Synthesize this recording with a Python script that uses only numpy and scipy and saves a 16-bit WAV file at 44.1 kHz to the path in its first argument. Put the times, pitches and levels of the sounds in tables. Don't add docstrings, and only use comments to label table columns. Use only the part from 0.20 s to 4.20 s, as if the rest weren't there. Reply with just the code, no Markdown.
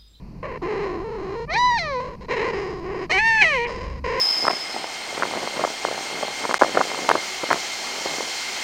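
import sys
import numpy as np
from scipy import signal
from scipy.fft import rfft, irfft
from scipy.io import wavfile
from scipy.ndimage import uniform_filter1d

SR = 44100
rng = np.random.default_rng(int(sys.argv[2]) if len(sys.argv) > 2 else 0)


def wrap_up_sound(samples):
    columns = np.atleast_2d(samples).T
    tamed = np.clip(columns, -1, 1)
    steps = np.round(tamed * 32767).astype(np.int16)
    wavfile.write(sys.argv[1], SR, steps)


N = 176400
TIME_S = np.arange(N) / SR
TOP_HZ = 13900


def wails():
    # start_s, pitch_hz, bass_db, mids_db, treble_db
    first = [(1.278, 584, -43, -51, -89), (1.302, 616.3, -29, -30, -45.5), (1.342, 766.6, -28, -26, -29.5),
             (1.36, 872, -22, -21, -34), (1.39, 976, -19.5, -26.5, -29), (1.454, 999.5, -15.5, -28.5, -29),
             (1.536, 952.6, -20.5, -25.5, -35), (1.57, 906, -22.5, -26.5, -34.5),
             (1.594, 706, -32.5, -26, -27), (1.636, 644, -31.5, -30.5, -39), (1.764, 498, -24, -40.5, -45),
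             (1.8, 491, -25.5, -41, -48)]
    second = [(2.898, 598, -27, -36, -44.5), (2.914, 638, -26, -19, -30), (2.936, 754, -26.5, -21, -35),
              (2.969, 759.8, -22.5, -20, -39.5), (2.993, 842, -25.5, -17.5, -33),
              (3.015, 883.7, -27, -21.5, -43), (3.075, 909, -24, -16.8, -35.5),
              (3.161, 879, -25.5, -19.5, -39.5), (3.21, 848.7, -29, -17, -35.5),
              (3.246, 674, -27, -15, -36.5), (3.298, 610.4, -29.5, -22.5, -40),
              (3.35, 531.3, -24, -22.5, -41.5), (3.388, 469.5, -23.5, -27.5, -44.5),
              (3.448, 475.4, -26, -29.5, -46), (3.468, 477, -29.5, -29.5, -70)]
    # start_s, end_s, half_pitch_share, roughness
    cracks = [(1.336,1.379,0.23,0.13),(2.9,2.928,0.09,0.3),(2.944,2.986,0.62,0.08),(3.002,3.19,0.12,0),(3.214,3.24,0.19,0.19),(3.448,3.477,.1,0.6)]
    # freq_hz, gain_db
    response = [(250,-21.5),(450,-6),(620,-24.5),(800,-15.5),(1020,-12),(1380,-28.5),(1800,4),(2050,5.5),(2450,2.5),(2720,-11.5),(3100,-8),(3450,-24.5),(4150,-10.5),(4850,-22.5),(6200,-23.5),(7500,-38),(8500,-35.5),(9800,-55.5),(12500,-55.5)]
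    base_rough, glide_s, husk_edge_hz, husk_pitch_hz = .07, .0089, 3000, 550
    half_pitch = sum(share * gate(start, end) for start, end, share, _ in cracks)
    crack_rough = sum(amount * gate(start, end) for start, end, _, amount in cracks)
    rough = base_rough + crack_rough
    pitch_hz = uniform_filter1d(curve(list(first) + list(second)), int(glide_s * SR) + 1)
    pitch_hz *= 1 + .06 * rough * flutter(250) + .004 * flutter(23.9)
    phase = 2 * np.pi * np.cumsum(pitch_hz) / SR
    pulses = unit(sum(np.cos(k * phase) * (k * pitch_hz < TOP_HZ) for k in range(1, 30)))
    pulses *= 1 + half_pitch * np.cos(phase / 2) + .6 * rough * flutter(440)
    opening = 1 + np.cos(phase)
    air = undb(-3) * rough * opening * rng.standard_normal(N)
    hiss = signal.sosfilt(signal.butter(4, husk_edge_hz, "high", fs=SR, output="sos"), rng.standard_normal(N))
    husk = undb(-3.5) * ((husk_pitch_hz / pitch_hz) ** 4 + 2.5 * crack_rough) * opening * hiss
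    cry = burrow(colour(pulses + air + husk, response))
    cry = band_levels(cry, [first, second], window_samples=350)
    return screech(cry, first, second)


def screech(cry, first, second):
    edge_hz, throat_hz, first_db, second_db = 6000, 2860, -12, 3.5
    surge_s, width_s, surge_db, shrill_decay_s = 3.221, .007, 5.5, .08
    since_s = TIME_S - surge_s
    shrill = 1 + np.exp(np.minimum(since_s / width_s, -since_s / shrill_decay_s))
    top = signal.sosfiltfilt(signal.butter(4, edge_hz, "high", fs=SR, output="sos"), cry)
    throat = signal.lfilter(*signal.iirpeak(throat_hz, Q=6, fs=SR), cry)
    boost = (undb(first_db) - 1) * span(first) + (undb(second_db) - 1) * span(second)
    return undb(surge_db * bump(surge_s, width_s)) * (cry + boost * (shrill * top + throat))


def rasps():
    # start_s, pitch_hz
    pulse_rate = [(.28,529.2),(.43,411.1),(.63,412),(.8,339.3),(.85,468.2),(.95,445),(1.02,361),(1.13,375),(1.175,458.4),(1.82,512),(2.27,453.7),(2.6,350.9),(2.73,393),(2.86,360),(3.47,489.2)]
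    # start_s, end_s, roughness
    grain = [(0.216,0.406,0.65),(0.827,0.971,0.25),(1.165,1.242,0.14),(1.789,1.86,0.28),(3.491,3.782,.75),(3.834,4.1,0.45)]
    # freq_hz, gain_db
    response = [(180,-8),(330,-4.5),(460,-2.5),(600,-8),(850,-11.5),(1030,-0.5),(1260,-18.5),(1500,-8.5),(1850,7.5),(2450,0),(2950,-7.5),(3500,-32),(4150,-26.5),(4550,-37),(5050,-27),(5700,-37),(6800,-36),(7800,-49.5),(8500,-47),(11500,-72.5)]
    # start_s, bass_db, mids_db, treble_db
    long_rasps = [
        [(0.42, -26, -49, -53), (0.44, -25.5, -39, -52.5), (0.64, -26, -39.5, -50), (0.832, -30.5, -51, -58.5),
         (1.226, -29.5, -46.5, -52.5), (1.25, -34, -50, -56)],
        [(2.086, -29.5, -40.5, -49), (2.114, -23.5, -28, -40.5), (2.27, -24.5, -31.5, -45),
         (2.492, -29, -42.5, -49.5), (2.602, -33.5, -51.5, -55.5), (2.698, -28.5, -42.5, -56),
         (2.848, -28.5, -40, -49), (2.86, -37, -47, -57)],
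    ]
    # start_s, end_s, bass_db, mids_db, treble_db, fade_db
    short_rasps = [(0.231,0.377,-30,-40,-57,4.5),(1.803,1.953,-27.5,-43,-49,11.5),(2.009,2.055,-42,-54,-57.5,-2.5),(3.472,3.794,-29.5,-38.5,-44.5,12),(3.843,4.004,-27,-34.5,-45.5,-4)]
    base_rough, catch_db = .55, -7
    rough = base_rough + sum((amount - base_rough) * gate(start, end) for start, end, amount in grain)
    pitch_hz = curve(pulse_rate) * np.exp(.14 * rough * flutter(45))
    ringing = burrow(beak(colour(syrinx(pitch_hz, rough), response)))
    calls = list(long_rasps)
    for start, end, *levels_db, fade_db in short_rasps:
        calls.append([(start, *levels_db), (end, *(np.array(levels_db) - fade_db))])
    catches = sum(bump(at_s, width_s=.0056) for at_s in (2.158, 2.322))
    stagger = undb(2 * rough * flutter(75) + catch_db * catches)
    return stagger * band_levels(ringing, calls, window_samples=500)


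def syrinx(pitch_hz, rough):
    slip_cycles, slip_swing, recovery = .45, .5, .55
    puff_cycles, air_db, growl_hz = .5, -7.5, 236.6
    scatter, chances = rng.standard_normal((N // 50, 3)), rng.random(N // 50)
    pulses, puffs, flow = np.zeros((3, N + SR))
    at, swing = 0., 1.
    for (stretch, strength, gust), chance in zip(scatter, chances):
        i = int(at)
        if i >= N:
            break
        slips = chance < .12 * rough[i]
        swing = slip_swing if slips else swing + recovery * (1 - swing)
        period = SR / pitch_hz[i] * (np.exp(.075 * rough[i] * stretch) + slip_cycles * slips)
        size = swing * undb(2.5 * rough[i] * strength)
        pulses[i:i + 2] += size * np.array([1 - at % 1, at % 1])
        cycle = np.arange(int(at + period) - i) / period
        puffs[i:i + len(cycle)] = size * undb(2.5 * gust) * np.exp(-cycle / puff_cycles)
        flow[i:i + len(cycle)] = swing * (growl_hz / pitch_hz[i]) ** 4 * np.cos(2 * np.pi * cycle)
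        at += period
    air = undb(air_db) * unit(puffs[:N] * rough * rng.standard_normal(N))
    return flow[:N] + unit(pulses[:N] - pulses[:N].mean()) + air


def beak(x):
    # start_s, freq_hz
    resonance = [(1.9, 4232), (2.2, 3908), (2.34, 4910)]
    width_hz, ring_db = 300, 4
    carrier = np.exp(2j * np.pi * np.cumsum(curve(resonance)) / SR)
    pole = np.exp(-np.pi * width_hz / SR)
    ring = 2 * (carrier * signal.lfilter([1 - pole], [1, -pole], x / carrier)).real
    return x + undb(ring_db) * ring


def burrow(x):
    # freq_hz, width_hz
    smear = [(800, 500), (2000, 900)]
    t60_s, tail_db = .073, -12.5
    for freq_hz, width_hz in smear:
        x = x - 2 * signal.lfilter(*signal.iirpeak(freq_hz, freq_hz / width_hz, fs=SR), x)
    t = TIME_S[:SR // 5]
    tail = rng.standard_normal(len(t)) * undb(-60 * t / t60_s) * (t > .001)
    return x + undb(tail_db) * signal.fftconvolve(x, tail / np.linalg.norm(tail))[:N]


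def shuffle():
    thud_hz, level_db = 60.3, -30
    thud = signal.filtfilt(*signal.iirpeak(thud_hz, Q=2, fs=SR), rng.standard_normal(N), padtype=None)
    return unit(thud) * undb(level_db) * bump(at_s=3.738, width_s=.12)


def rumble():
    # freq_hz, relative_db
    spectrum = [(30,-5),(60,0),(85,-13.5),(150,-3),(500,-24),(800,-29.5),(1020,-24),(1350,-41),(2500,-37),(3500,-54.5),(4400,-39.5),(8000,-59.5)]
    return unit(colour(rng.standard_normal(N), spectrum)) * undb(-38.5)


def band_levels(x, calls, window_samples):
    bass, body = (signal.sosfiltfilt(signal.butter(8, edge_hz, fs=SR, output="sos"), x)
                  for edge_hz in (1370, 3406))
    out = 0
    for column, band in [(-1, x - body), (-2, body - bass), (-3, bass)]:
        power = uniform_filter1d(uniform_filter1d(band ** 2, window_samples), window_samples)
        envelope = sum(span(call) * undb(curve(call, column)) for call in calls)
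        out = out + envelope * band / np.sqrt(power + 1e-12)
    return out


def colour(x, points, size=4096):
    hz, db = np.array(points).T
    bins_hz = np.arange(size // 2 + 1) * SR / size
    gain = undb(np.interp(np.log(bins_hz + 1), np.log(hz), db))
    cepstrum = irfft(np.log(gain))
    cepstrum[1:size // 2] *= 2
    cepstrum[size // 2 + 1:] = 0
    return signal.fftconvolve(x, irfft(np.exp(rfft(cepstrum))))[:N]


def flutter(rate_hz):
    return unit(signal.sosfilt(signal.butter(2, rate_hz, fs=SR, output="sos"), rng.standard_normal(N)))


def curve(rows, column=1):
    rows = np.array(rows)
    return np.interp(TIME_S, rows[:, 0], rows[:, column])


def gate(start_s, end_s, attack_s=.0035, release_s=.0075):
    return np.interp(TIME_S, [start_s - attack_s, start_s, end_s, end_s + release_s], [0, 1, 1, 0])


def span(call):
    return gate(call[0][0], call[-1][0])


def bump(at_s, width_s):
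    return np.exp(-((TIME_S - at_s) / width_s) ** 2 / 2)


def undb(db):
    return 10 ** (np.asarray(db) / 20)


def unit(x):
    return x / np.sqrt(np.mean(x ** 2))


def scene():
    return (rumble() + wails() + rasps() + shuffle())[None]


def record(dry):
    return signal.sosfilt(signal.ellip(8, .2, 70, TOP_HZ, fs=SR, output="sos"), dry)


dry = scene()
out = record(dry)
wrap_up_sound(out)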